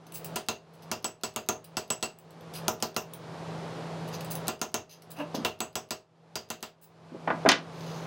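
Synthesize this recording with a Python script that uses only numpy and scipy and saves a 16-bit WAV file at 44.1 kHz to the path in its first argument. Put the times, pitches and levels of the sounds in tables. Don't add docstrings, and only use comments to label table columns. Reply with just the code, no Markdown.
import sys
import numpy as np
from scipy import signal
from scipy.fft import rfft, irfft
from scipy.io import wavfile
from scipy.ndimage import uniform_filter1d, minimum_filter1d

SR = 44100
rng = np.random.default_rng(int(sys.argv[2]) if len(sys.argv) > 2 else 0)


def transcribe(signal):
    frames = np.atleast_2d(signal).T
    limited = np.clip(frames, -1, 1)
    pcm = np.round(limited * 32767).astype(np.int16)
    wavfile.write(sys.argv[1], SR, pcm)


N = 355446
T = np.arange(SR // 2) / SR

# t/s, force/dB, squareness of contact/dB, click f/Hz, clang of the
# strip's lowest mode family/dB, family the hand leaves free, its ring/dB (both relative to the force)
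MALLET_BLOWS = [(.3585, 24, -5, 8200, -64, 2, -58), (.3614, 24, -3, 9500, -60, 2, -56),
                (.4861, 25, 2.5, 3900, -41, 2, -41), (.9149, 23, .5, 5000, -48, 2, -53),
                (1.0442, 29, -1, 5300, -49, 3, -37), (1.2351, 26, -2, 4600, -52, 3, -42),
                (1.3614, 24, -1.5, 6700, -50, 2, -46), (1.4881, 24, 5, 6000, -50, 2, -36),
                (1.7695, 25, 0, 4600, -50, 3, -44), (1.9031, 25, .5, 5300, -45, 3, -32.5),
                (2.027, 25, 0, 4400, -42, 3, -39), (2.6814, 13, 9.5, 5700, -54, 4, -44),
                (2.8254, 18, 4, 4600, -51, 4, -49), (2.9644, 15, 3, 5500, -44, 4, -47.5),
                (4.4812, 23, 3.5, 7500, -49, 1, -49), (4.6152, 27, 1, 5700, -60, 2, -42),
                (4.7426, 29, 1, 5800, -47, 2, -42), (5.4488, 26, 5.5, 3100, -37, 2, -50),
                (5.6043, 29, .5, 6300, -47, 3, -44), (5.755, 30, -.5, 5400, -55, 3, -47),
                (5.9076, 35, -2, 4400, -54, 3, -49), (6.3557, 26, -4, 4900, -55, 1, -44),
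                (6.5028, 26, -5, 6200, -51, 2, -55), (6.6274, 32, -8.5, 6900, -64, 2, -62)]
# f/Hz, level/dB, t60/s
BENCH_MODES = [(85, -16, .25), (113, -16, .3), (160, -13, .2), (228, 0, .15), (352, -5, .2),
               (394, -5.5, .26), (436, -8, .25), (466, -7, .22), (630, -2, .25), (700, -6, .22),
               (745, -3, .19), (840, -8, .15), (890, -8, .16), (985, 1.5, .11), (1030, -3, .12),
               (1170, -6, .12), (1285, -6, .13), (1392, 1, .095)]
# f/Hz, level/dB
THUD_SPECTRUM = [(40, -22), (65, -19), (100, -7), (400, 0), (1000, -1), (1400, -5), (1700, -22),
                 (3000, -45)]
CLANK_SPECTRUM = [(900, -30), (1450, -6), (1800, -2), (2300, -3), (2750, 2.5), (3400, 0), (4600, -2),
                  (6500, -2.5), (7500, -8), (10000, -30)]
SIZZLE_SPECTRUM = [(5000, -25), (8000, 0), (9500, -2), (11500, 0), (13300, -3), (15500, 5), (17000, 2)]
def mallet():
    out, walls = np.zeros(N), room(direct_db=-2)
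    bench = ring(BENCH_MODES, detune=.001)
    for start, force_db, square_db, click_hz, clang_db, free_family, ring_db in MALLET_BLOWS:
        scatter = reflections() * (1 + .4 * np.exp(-T / .012))
        wall_clack = burst(resonate_twice(scatter, click_hz, width_hz=1800))
        contact = click(click_hz, decay_s=.0014) + undb(-20.5) * wall_clack
        thud = undb(-1.8) * bench + undb(-5.5) * burst(colour(scatter, THUD_SPECTRUM))
        blow = undb(-26 + square_db) * contact
        blow += undb(-36 + .95 * square_db) * thud
        blow += undb(-41 + .42 * square_db) * burst(colour(scatter, CLANK_SPECTRUM))
        blow += undb(-45 + .6 * square_db) * burst(colour(scatter, SIZZLE_SPECTRUM))
        blow += strip_ring(square_db, clang_db, free_family, ring_db, walls)
        add(out, start - .0002, undb(force_db) * blow)
        add_ping(out, start, force_db)
    return out


# f/Hz, level/dB, t60/s, family
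STRIP_MODES = [(2705, 0, .05, 0), (2790, -2, .04, 0), (4805, 0, .045, 1), (4880, 1, .015, 1),
               (6280, 2, .012, 2), (6395, 0, .06, 2), (6620, 0, .06, 2), (7790, 0, .05, 3),
               (7822, 0, .08, 3), (8096, -6, .06, 3), (14340, 0, .06, 4)]
# level/dB relative to the force, dB per dB of squareness
HELD_FAMILIES = [(-56, .2), (-49, .3), (-60, .1), (-72, .9)]
def strip_ring(square_db, clang_db, free_family, ring_db, walls):
    levels_db = [clang_db] + [db + slope * square_db for db, slope in HELD_FAMILIES]
    levels_db[round(free_family)] = ring_db
    out = np.zeros(len(T))
    for family, db in enumerate(levels_db):
        modes = [mode for mode in STRIP_MODES if mode[3] == family]
        out += undb(db) * burst(signal.fftconvolve(ring(modes, detune=.001), walls)[:len(T)])
    return out


def ring(modes, detune):
    hz, db, t60 = np.transpose(modes)[:3, :, None]
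    hz = hz * (1 + detune * rng.standard_normal(hz.shape))
    phase = rng.uniform(0, 2 * np.pi, hz.shape)
    swing = np.sum(undb(db) * decay(t60) * np.sin(2 * np.pi * hz * T + phase), axis=0)
    return burst(swing * (1 - np.exp(-T / .0008)))


def click(hz, decay_s):
    chatter = rng.standard_normal(len(T)) * np.exp(-T / decay_s)
    return burst(resonate_twice(chatter, hz, 1.6 * hz)) / 5


def add_ping(out, start, db, hz=20000):
    t = np.arange(-44, 45) / SR
    envelope = undb(db) * np.exp(-.5 * (t / .0002) ** 2)
    add(out, start - .001, envelope * np.cos(2 * np.pi * hz * t))


# t/s, level/dB, brightness/Hz
BENCH_KNOCKS = [(5.3435, -30, 750), (5.381, -32, 330), (7.118, -36, 330), (7.146, -32, 480),
                (7.275, -23, 1400), (7.303, -23, 1400), (7.451, -22, 600), (7.4605, -21, 1350),
                (7.478, -28, 450), (7.4893, -7, 5600), (7.5172, -14.5, 4200)]
# f/Hz, level/dB
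WOOD_SPECTRUM = [(40, -40), (90, -25), (160, -4), (260, 5), (420, -2), (720, 1), (1500, -2), (4000, -3),
                 (6500, -3), (9000, -12), (16000, -12)]
# f/Hz, level/dB, t60/s
TOOL_MODES = [(649, -4, .2), (813, -6, .15), (1001, -3, .18), (1212, -3, .18), (1463, -1, .16),
              (1534, -3, .13), (1643, -2, .16), (1894, -2, .16), (2005, -2, .16), (2388, -1, .15),
              (2741, -4, .14), (3030, -3, .16), (3564, -1, .11), (4533, -2, .1)]
def knocks():
    out = np.zeros(N)
    for start, db, bright_hz in BENCH_KNOCKS:
        click_db = -15 + 8.2 * np.log2(bright_hz / 1000)
        wood = burst(colour(reflections() * (1 + 1.2 * np.exp(-T / .006)), WOOD_SPECTRUM))
        body = wood + undb(-6) * ring(TOOL_MODES, detune=.002)
        softness = signal.butter(3, min(bright_hz, SR / 3), fs=SR, output="sos")
        contact = resonate(click(1.1 * bright_hz, decay_s=.0008), bright_hz, 1.5 * bright_hz)
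        add(out, start, undb(db) * (burst(signal.sosfilt(softness, body)) + undb(click_db) * contact))
        add_ping(out, start, db + click_db + 13)
    return out


# t/s, length/s, level/dB,
# keenness of the edge/dB
SLIDES = [(.135, .055, -39, 9), (.243, .022, -42, 9), (.73, .03, -56, 2), (.82, .03, -55, -4),
          (1.642, .012, -40, 4), (2.535, .06, -45, -2), (4.072, .025, -60, -3),
          (4.125, .04, -59, -12), (4.302, .035, -45, 8), (4.89, .07, -44, -9), (5.104, .02, -41, 8),
          (5.16, .07, -53, -4), (5.342, .03, -52, -14), (6.812, .05, -43, 12), (7.72, .45, -71, -16)]
# t/s, level/dB, keenness of the edge/dB
STRIP_TAPS = [(.067, -52, -4), (.12, -45, 3), (2.185, -46, 9), (2.306, -53, 3), (2.407, -59, -2),
              (3.135, -42, 6), (4.207, -54, -5), (4.246, -53, 2), (4.352, -44, 3), (4.468, -56, -7),
              (5.02, -47, -2)]
def scrapes(tap_s=.005):
    out, walls = np.zeros(N), room(direct_db=2)
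    for start, length_s, db, edge_db in SLIDES:
        add(out, start, stroke(length_s, db, edge_db, walls))
    for start, db, edge_db in STRIP_TAPS:
        add(out, start, stroke(tap_s, db, edge_db, walls))
    blow_times = [blow[0] for blow in MALLET_BLOWS]
    for previous, start in zip(blow_times, blow_times[1:]):
        if .05 < start - previous < .2:
            lead_s = .022 + .003 * rng.standard_normal()
            add(out, start - lead_s, stroke(tap_s, db=-53, edge_db=-6, walls=walls))
    return out


# f/Hz, level/dB
RASP_SPECTRUM = [(1000, -25), (2500, -3), (4200, 0), (6500, -3), (9000, -20)]
HISS_SPECTRUM = [(4500, -18), (7400, -5), (7850, -2), (8300, -5), (10000, 0), (13500, -2), (17000, -11)]
SQUEAK_SPECTRUM = [(11000, -26), (14500, -10), (15500, 0), (17000, -4)]
def stroke(length_s, db, edge_db, walls):
    noise = rng.standard_normal(len(T))
    grain_db = 5.5 * np.repeat(rng.standard_normal(len(T)), 40)[:len(T)]
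    bite = np.sin(np.pi * np.minimum(T / length_s, 1) ** .7)
    rub = noise * undb(grain_db) * bite
    singing = sum(resonate(rub, hz, 2.2 / t60) for hz, _, t60, _ in STRIP_MODES)
    heard = signal.fftconvolve(rub + undb(3) * singing, walls)[:len(T)]
    bands = (-edge_db, RASP_SPECTRUM), (1, HISS_SPECTRUM), (edge_db, SQUEAK_SPECTRUM)
    metal = sum(undb(db + lift_db) * burst(colour(heard, band)) for lift_db, band in bands)
    return metal * np.sqrt((length_s + .03) * 20)


# f/Hz, width/Hz, level/dB
CREAK_RESONANCES = [(300, 110, 0), (580, 170, 3), (900, 220, -6), (2680, 170, -7)]
def creak(peak_s=5.209, reach_s=.05):
    t = T - reach_s
    swell_db = -19.5 + np.minimum(400 * t, -750 * t)
    wobble = unit(resonate(rng.standard_normal(len(T)), hz=60, width_hz=100))
    slip_hz = (298 + 400 * np.minimum(t, 0)) * (1 + .05 * wobble)
    slip_count = np.floor(np.cumsum(slip_hz) / SR)
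    friction = unit(np.diff(slip_count, prepend=0)) + .8 * rng.standard_normal(len(T))
    body = sum(undb(db) * resonate_twice(friction, hz, 2 * width) for hz, width, db in CREAK_RESONANCES)
    judder = unit(body) * undb(swell_db) * (t < reach_s)
    out = np.zeros(N)
    add(out, peak_s - reach_s, signal.fftconvolve(judder, room(direct_db=4)))
    return out


# f/Hz, level/dB
AIR_SPECTRUM = [(30, -31), (62, -28), (90, -10), (135, -3), (200, -9.5), (280, -9.5), (450, -5.3),
                (800, -8.5), (1200, -14), (1900, -22), (4500, -27), (9500, -40.5), (12000, -47),
                (16000, -64)]
def fan(blade_hz=163.5):
    air = unit(colour(rng.standard_normal(N), AIR_SPECTRUM))
    waver = unit(resonate_twice(rng.standard_normal(N), blade_hz, width_hz=18))
    tone = unit(np.sin(2 * np.pi * blade_hz * np.arange(N) / SR) + .13 * waver)
    return undb(-40) * air + undb(-41.2) * tone


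# f/Hz, t60/s
WORKSHOP_DECAY = [(100, .36), (260, .25), (700, .22), (1840, .19), (4850, .17), (12800, .14)]
def reflections():
    hz, t60s = np.transpose(WORKSHOP_DECAY)
    spectrum = rfft(rng.standard_normal(len(T)))
    log_hz = np.log(np.fft.rfftfreq(len(T), 1 / SR) + 1)
    bands = (np.interp(log_hz, np.log(hz), row) for row in np.eye(len(hz)))
    return burst(sum(irfft(spectrum * band, len(T)) * decay(t60) for band, t60 in zip(bands, t60s)))


def room(direct_db):
    response = reflections() * np.sqrt(20 / SR)
    response[0] += undb(direct_db)
    return response / np.linalg.norm(response)


def undb(db):
    return 10 ** (np.asarray(db) / 20)


def unit(x):
    return x / np.sqrt(np.mean(x ** 2))


def burst(x):
    return x / np.sqrt(np.sum(x ** 2) * 20 / SR)


def decay(t60):
    return np.exp(-np.log(1000) * T / t60)


def add(out, start, x):
    i = max(int(start * SR), 0)
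    out[i:i + len(x)] += x[:len(out) - i]


def colour(x, points, size=4096):
    hz, db = np.transpose(points)
    grid = np.maximum(np.fft.rfftfreq(size, 1 / SR), 1)
    cepstrum = irfft(np.log(undb(np.interp(np.log(grid), np.log(hz), db))))
    cepstrum[1:size // 2] *= 2
    cepstrum[size // 2 + 1:] = 0
    return signal.fftconvolve(x, irfft(np.exp(rfft(cepstrum))))[:len(x)]


def resonate(x, hz, width_hz):
    return signal.lfilter(*signal.iirpeak(min(hz, SR / 3), hz / min(width_hz, SR / 3), fs=SR), x)


def resonate_twice(x, hz, width_hz):
    return resonate(resonate(x, hz, width_hz), hz, width_hz)


TOP_HZ = 15900
# f/Hz, side level/dB relative to mid
PORT_WIDTH = [(30, -11), (120, -28), (600, -29), (4000, -23), (9000, -18), (15000, -13)]
def scene():
    mid = mallet() + knocks() + scrapes() + creak() + fan()
    scatter = rng.standard_normal(len(T)) * np.exp(-T / .002)
    side = colour(signal.fftconvolve(mid, scatter / np.linalg.norm(scatter))[:N], PORT_WIDTH)
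    side = signal.sosfilt(signal.butter(10, TOP_HZ, fs=SR, output="sos"), side)
    return np.array([mid + side, mid - side])


def record(dry):
    peak_db = 20 * np.log10(np.abs(dry).max(axis=0) + 1e-9)
    peak_db[0] = 16
    recovery_db = 42 * np.arange(N) / SR
    held_db = np.maximum.accumulate(peak_db + recovery_db) - recovery_db
    gain = 1 / np.sqrt(1 + undb(held_db) ** 2)
    gain = np.exp(uniform_filter1d(minimum_filter1d(np.log(gain), size=161), size=81))
    return signal.sosfilt(signal.ellip(10, .1, 90, TOP_HZ, fs=SR, output="sos"), dry * gain)


dry = scene()
out = record(dry)
transcribe(out)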